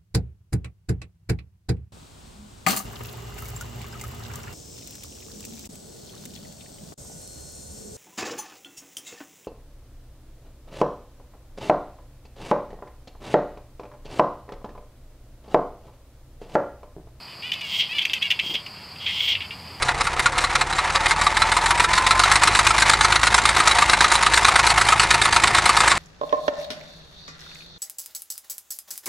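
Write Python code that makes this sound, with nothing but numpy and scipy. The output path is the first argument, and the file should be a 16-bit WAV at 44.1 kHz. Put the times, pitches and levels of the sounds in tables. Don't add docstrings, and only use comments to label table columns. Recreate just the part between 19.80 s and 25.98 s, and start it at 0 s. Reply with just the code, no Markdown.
import sys
import numpy as np
from scipy import signal
from scipy.fft import rfft, irfft
from scipy.io import wavfile
from scipy.ndimage import uniform_filter1d

SR = 44100
rng = np.random.default_rng(int(sys.argv[2]) if len(sys.argv) > 2 else 0)


def int16_out(signal):
    q = np.round(np.clip(np.atleast_2d(signal).T, -1, 1) * 32767)
    wavfile.write(sys.argv[1], SR, q.astype(np.int16))


N = 272538
TIME = np.arange(N) / SR

# t/s, firing rate/Hz
SPEED = [(0, 32.88), (0.45, 31.56), (0.7, 35.39), (1, 34.06), (1.25, 38.99), (1.5, 38.54), (1.9, 43.5),
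         (2.25, 45.43), (2.55, 50.69), (3.35, 54.01), (5, 54.73), (6.18, 54.13)]
CYLINDERS = 6
FULL_REVS_HZ = 54
START_CYCLES = -.169
FUEL_LAG_S, FUEL_SMOOTH_S = 0.014, 0.61
# value at full revs/dB, slope/(dB per octave of speed),
# lift while speeding up/(dB per octave per second)
KNOCK_LEVEL = (-18.5, 4.9, 3.75)
KNOCK_TREBLE = (1.6, 4.4, 0.55)
RATTLE_LEVEL = (-22.5, 6.8, 1.8)
RUSH_LEVEL = (-35, 3.7, -0.85)
WHINE_LEVEL = (-46.5, -1.5, 6.1)

# place in the cycle (0-1), relative level/dB, rise/s, length at full revs/s,
# decay time/s, relative treble/dB, relative panel ring/dB
BLOWS = [(0.089, -25, 0.0029, 0.018, 0.012, 13.5, -5), (0.287, -2, 0.00068, 0.0066, 0.0068, -2, -1),
         (0.616, -12.5, 0.0019, 0.0081, 0.0024, -2.5, -15), (0.787, -15, 0.0028, 0.011, 0.0058, 0, -2),
         (0.949, 0.2, 0.002, 0.0085, 0.0039, -2.5, -13)]
BLOW_STRETCH = 0.48
# t/s, extra level/dB
ODD_KNOCKS = [(.27, -2.5), (.46, 3.5), (.93, -6.5), (1.1, -7), (1.31, 1), (1.41, -4.5), (1.86, -3),
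              (2.31, 1.5), (4.21, 0.5), (5.34, 0), (5.56, 3.5)]
SAME_KNOCK_S = .012
PING_DB, PING_TURNED_DB, TURN_START_S, TURN_LENGTH_S = -1.5, -27, 4.5, 0.78
# f/Hz, width/Hz, lift/dB
PANELS = [(340, 6.8, 6), (383, 86, 2.5), (541, 28, 7), (719, 40, 7.5), (903, 65, 6.5), (985, 12, 6),
          (1180, 46, 0), (1600, 41, 0), (1740, 210, 2), (1940, 45, 2.5), (2126, 125, 4), (2424, 31, 2.5),
          (2450, 190, 1), (3690, 330, 2), (4096, 35, -2.5), (4170, 100, -0.5)]
# f/Hz, relative level/dB
KNOCK_COLOUR = [(150, -29), (350, -17.5), (580, -20.5), (850, -6.5), (1250, 1), (1600, -4.5), (2200, -5),
                (3200, -11.5), (4000, -6.5), (5900, -15.5), (8500, -13), (10600, -22), (11500, -30),
                (12500, -84)]
RATTLE_COLOUR = [(150, -18), (400, -20), (600, -4), (900, 3), (1200, 3), (1550, -1), (2000, 0), (3100, -8),
                 (4200, -10.5), (6200, -14), (8500, -17.5), (10600, -23.5), (11600, -52), (12600, -32)]
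RUSH_COLOUR = [(12, -10), (28, -2), (60, 4.5), (100, 0.5), (160, 1), (205, -5), (260, -7.5), (380, -2.5),
               (520, -7.5), (900, -22.5), (3000, -60)]

# multiple of the cycle rate, relative level/dB
ORDERS = [(3, -22), (5, -15), (6, 4.5), (7, -21), (8, -19), (9, -9), (11, -26), (12, -2.5), (15, -31),
          (18, -14), (24, -7.5), (36, -17.5)]
# f/Hz, gain/dB
STACK = [(15, -16), (32, -6.5), (55, -3.5), (80, -2), (110, -2), (150, -2.5), (200, -12.5), (260, -2.5),
         (330, 2.5)]
# t/s, level/dB, lift of its firing overtones/dB
THROB = [(0, -35, 4.5), (1, -34.5, -0.5), (2.8, -32, 1.5), (4.3, -36, -6), (5.2, -35, 4),
         (6.18, -36.5, 1.5)]

# t/s, f/Hz
WHINE_PITCH = [(0, 700), (1, 760), (1.25, 845), (1.85, 915), (2.17, 1027), (2.4, 1038), (2.7, 1130),
               (6.18, 1185)]
# f/Hz, width/Hz, lift/dB
GEAR_CASE = [(941, 154, 16), (1030, 30, 14)]

# f/Hz, level/dB
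WIDTH = [(40, -26), (200, -24), (600, -26), (1400, -53), (2800, -40.5), (4500, -18.5), (6000, -16.5),
         (8000, -4.5), (10000, -4), (12000, -28)]
EDGE_HZ = 12850


def from_db(db):
    return 10 ** (np.asarray(db) / 20)


def unit(x):
    return x / np.sqrt(np.mean(x ** 2) + 1e-20)


def curve(rows, axis=1):
    columns = np.transpose(rows)
    return np.interp(TIME, columns[0], columns[axis])


def spectrum_db(points, hz):
    f, db = np.transpose(points)
    return np.interp(np.log(hz + 1), np.log(f + 1), db)


def resonance_db(hz, modes):
    return sum(lift / (1 + (2 * (hz - f) / width) ** 2) for f, width, lift in modes)


def wander(rate_hz):
    hz = np.fft.rfftfreq(N, 1 / SR)
    noise = rng.standard_normal(N)
    return unit(irfft(rfft(noise) / (1 + (hz / rate_hz) ** 4), N))


def colour(x, points, modes=(), size=8192):
    hz = abs(np.fft.fftfreq(size, 1 / SR))
    db = spectrum_db(points, hz) + resonance_db(hz, modes)
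    transfer = np.exp(np.conj(signal.hilbert(np.log(from_db(db)))))
    response = np.fft.ifft(transfer).real
    return signal.oaconvolve(x, response[:size // 2])[:N]


def add(mix, s, sound):
    part = mix[max(round(s * SR), 0):][:len(sound)]
    part += sound[:len(part)]


def engine_db(full_db, per_octave_db, speeding_up_db):
    octaves = np.log2(curve(SPEED) / FULL_REVS_HZ)
    octaves_per_s = np.gradient(octaves) * SR
    climb = uniform_filter1d(octaves_per_s, max(round(FUEL_SMOOTH_S * SR), 1))
    late_climb = np.interp(TIME - FUEL_LAG_S, TIME, climb)
    return full_db + per_octave_db * octaves + speeding_up_db * late_climb


def ring(t, hz, swell_s):
    return (t / swell_s) ** 2 * np.exp(-t / swell_s) * np.sin(2 * np.pi * hz * t)


def knocks(cycles, jitter_s=.0005, uneven_db=.5, length_spread=0.1, treble_uneven_db=2, treble_hz=3500,
           ring_hz=1290, ring_spread=0.099, ring_s=0.0023, ring_uneven_db=3,
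           ping_hz=4000, ping_s=0.0029, ping_spread=0.025, ping_uneven_db=4,
           patchy_db=3, lumpy_db=-1.5, size=3000, count=36):
    t = np.arange(size) / SR
    chatter, sizzle, rings = np.zeros((3, N))
    for place, db, rise_s, length, decay, treble_db, ring_db in BLOWS:
        marks = np.arange(-1, cycles[-1]) + place
        marks = marks[(marks > cycles[0]) & (marks < cycles[-1])]
        for s in np.interp(marks, cycles, TIME):
            early, force, bright, long, pitch, rung, sharp, pinged = np.clip(rng.standard_normal(8), -2, 2)
            start = s + jitter_s * early
            stretch = (FULL_REVS_HZ / np.interp(s, *np.transpose(SPEED))) ** BLOW_STRETCH
            held = length * stretch * np.exp(length_spread * long)
            shape = np.minimum(t / rise_s, 1) * np.exp(-np.maximum(t - held, 0) / decay)
            odd_db = sum(extra for at, extra in ODD_KNOCKS if abs(at - s) < SAME_KNOCK_S)
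            gain = from_db(db + odd_db + uneven_db * force) * np.sqrt(length / held)

            lumps = from_db(lumpy_db * signal.resample(rng.standard_normal(count), size))
            grain = unit(lumps * rng.standard_normal(size))
            add(chatter, start, gain * shape * grain)

            patches = from_db(patchy_db * signal.resample(rng.standard_normal(count), size // 2 + 1))
            patchy_grain = unit(irfft(rfft(grain) * patches))
            treble_gain = from_db(treble_db + treble_uneven_db * bright)
            add(sizzle, start, gain * shape * patchy_grain * treble_gain)

            clank_hz = ring_hz * np.exp(ring_spread * pitch)
            clank = from_db(ring_db + ring_uneven_db * rung) * ring(t, clank_hz, ring_s)
            turned = np.clip((s - TURN_START_S) / TURN_LENGTH_S, 0, 1)
            ping_db = PING_DB + PING_TURNED_DB * turned + ring_db + ping_uneven_db * pinged
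            ping = from_db(ping_db) * ring(t, ping_hz * np.exp(ping_spread * sharp), ping_s)
            add(rings, start, gain * (clank + ping))

    below = signal.butter(1, treble_hz, fs=SR)
    treble = (sizzle - signal.lfilter(*below, sizzle)) * from_db(engine_db(*KNOCK_TREBLE))
    drive = signal.lfilter(*below, chatter) + treble + from_db(-4) * rings
    return unit(colour(drive, KNOCK_COLOUR, PANELS)) * from_db(engine_db(*KNOCK_LEVEL))


def yard(x, t60_s=0.071, delay_s=.005, wet_db=-10, dull_hz=4500, size=10000, count=4):
    t = np.arange(size) / SR
    out = np.zeros(N)
    position = np.linspace(0, count - 1, N)
    for k in range(count):
        taps = rng.standard_normal(size) * (t > delay_s) * from_db(-60 * t / t60_s)
        taps = signal.lfilter(*signal.butter(1, dull_hz, fs=SR), taps / np.linalg.norm(taps))
        share = np.sqrt(np.maximum(1 - abs(position - k), 0))
        out += signal.oaconvolve(x * share, taps)[:N]
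    return from_db(wet_db) * out


def rattle(ticks_per_s=700, flutter_db=3.5, treble_hz=2500, brightening=0.46):
    ticks = (rng.random(N) < ticks_per_s / SR) * rng.choice([-1, 1], N)
    wash = rng.standard_normal(N)
    drive = (wash + unit(ticks)) * from_db(flutter_db * wander(37.4))
    busy_db = engine_db(*RATTLE_LEVEL)
    dull = signal.lfilter(*signal.butter(1, treble_hz, fs=SR), drive)
    drive = dull + (drive - dull) * from_db(brightening * (busy_db - busy_db.mean()))
    return unit(colour(drive, RATTLE_COLOUR, PANELS)) * from_db(busy_db)


def tracks(clinks_per_s=60, low_hz=800, high_hz=2600, ring_s=0.013, level_db=-10, size=2500, count=24):
    t = np.arange(size) / SR
    out = np.zeros(N)
    for hz in np.geomspace(low_hz, high_hz, count):
        strikes = (rng.random(N) < clinks_per_s / count / SR) * rng.uniform(0.5, 1, N)
        envelope = np.exp(-t / ring_s) * (1 - np.exp(-t / 0.00076))
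        note = np.sin(2 * np.pi * hz * t) * envelope
        out += signal.oaconvolve(strikes, note / np.sqrt(hz))[:N]
    return unit(out) * from_db(engine_db(*RATTLE_LEVEL) + level_db)


def exhaust(cycles, lead_cycles=0.024, waver=0.093, puff_depth=0.35):
    angle = 2 * np.pi * (cycles + lead_cycles)
    cycle_hz = curve(SPEED) / CYLINDERS
    throb = np.zeros(N)
    for k, db in ORDERS:
        overtone = k > CYLINDERS and k % CYLINDERS == 0
        level_db = db + spectrum_db(STACK, k * cycle_hz) + overtone * curve(THROB, axis=2)
        throb += from_db(level_db) * np.cos(k * angle) * (1 + waver * wander(3.1))
    puffs = rng.standard_normal(N) * (1 + puff_depth * np.cos(CYLINDERS * angle))
    rush = unit(colour(puffs, RUSH_COLOUR, PANELS))
    return unit(throb) * from_db(curve(THROB)) + rush * from_db(engine_db(*RUSH_LEVEL))


def whine(flutter=0.005, waver_db=3, second_db=-2):
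    hz = curve(WHINE_PITCH)
    swell_db = resonance_db(hz, GEAR_CASE)
    angle = 2 * np.pi * np.cumsum(hz * (1 + flutter * wander(44))) / SR
    lower_angle = angle * 2 / 3
    tones = from_db(swell_db) * np.sin(angle) + from_db(second_db) * np.sin(lower_angle)
    return np.sqrt(2) * tones * from_db(engine_db(*WHINE_LEVEL) + waver_db * wander(29))


def stereo_width(x, scatter=1.0, wander_hz=60):
    hz = np.fft.rfftfreq(N, 1 / SR)
    difference = irfft(rfft(x) * from_db(spectrum_db(WIDTH, hz)), N)
    phase = np.pi / 2 + scatter * wander(wander_hz)
    side = (signal.hilbert(difference) * np.exp(1j * phase)).real
    return np.array([x + side, x - side])


def scene():
    cycles = START_CYCLES + np.cumsum(curve(SPEED)) / SR / CYLINDERS
    clatter = knocks(cycles)
    machine = clatter + yard(clatter) + rattle() + tracks() + exhaust(cycles) + whine()
    return stereo_width(machine)


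def record(dry, ceiling=1.0):
    rounded = dry / (1 + (dry / ceiling) ** 6) ** (1 / 6)
    lowpass = signal.firwin(401, EDGE_HZ, window=("kaiser", 9), fs=SR)
    return signal.oaconvolve(rounded, lowpass[None], "same")


dry = scene()
out = record(dry)
int16_out(out)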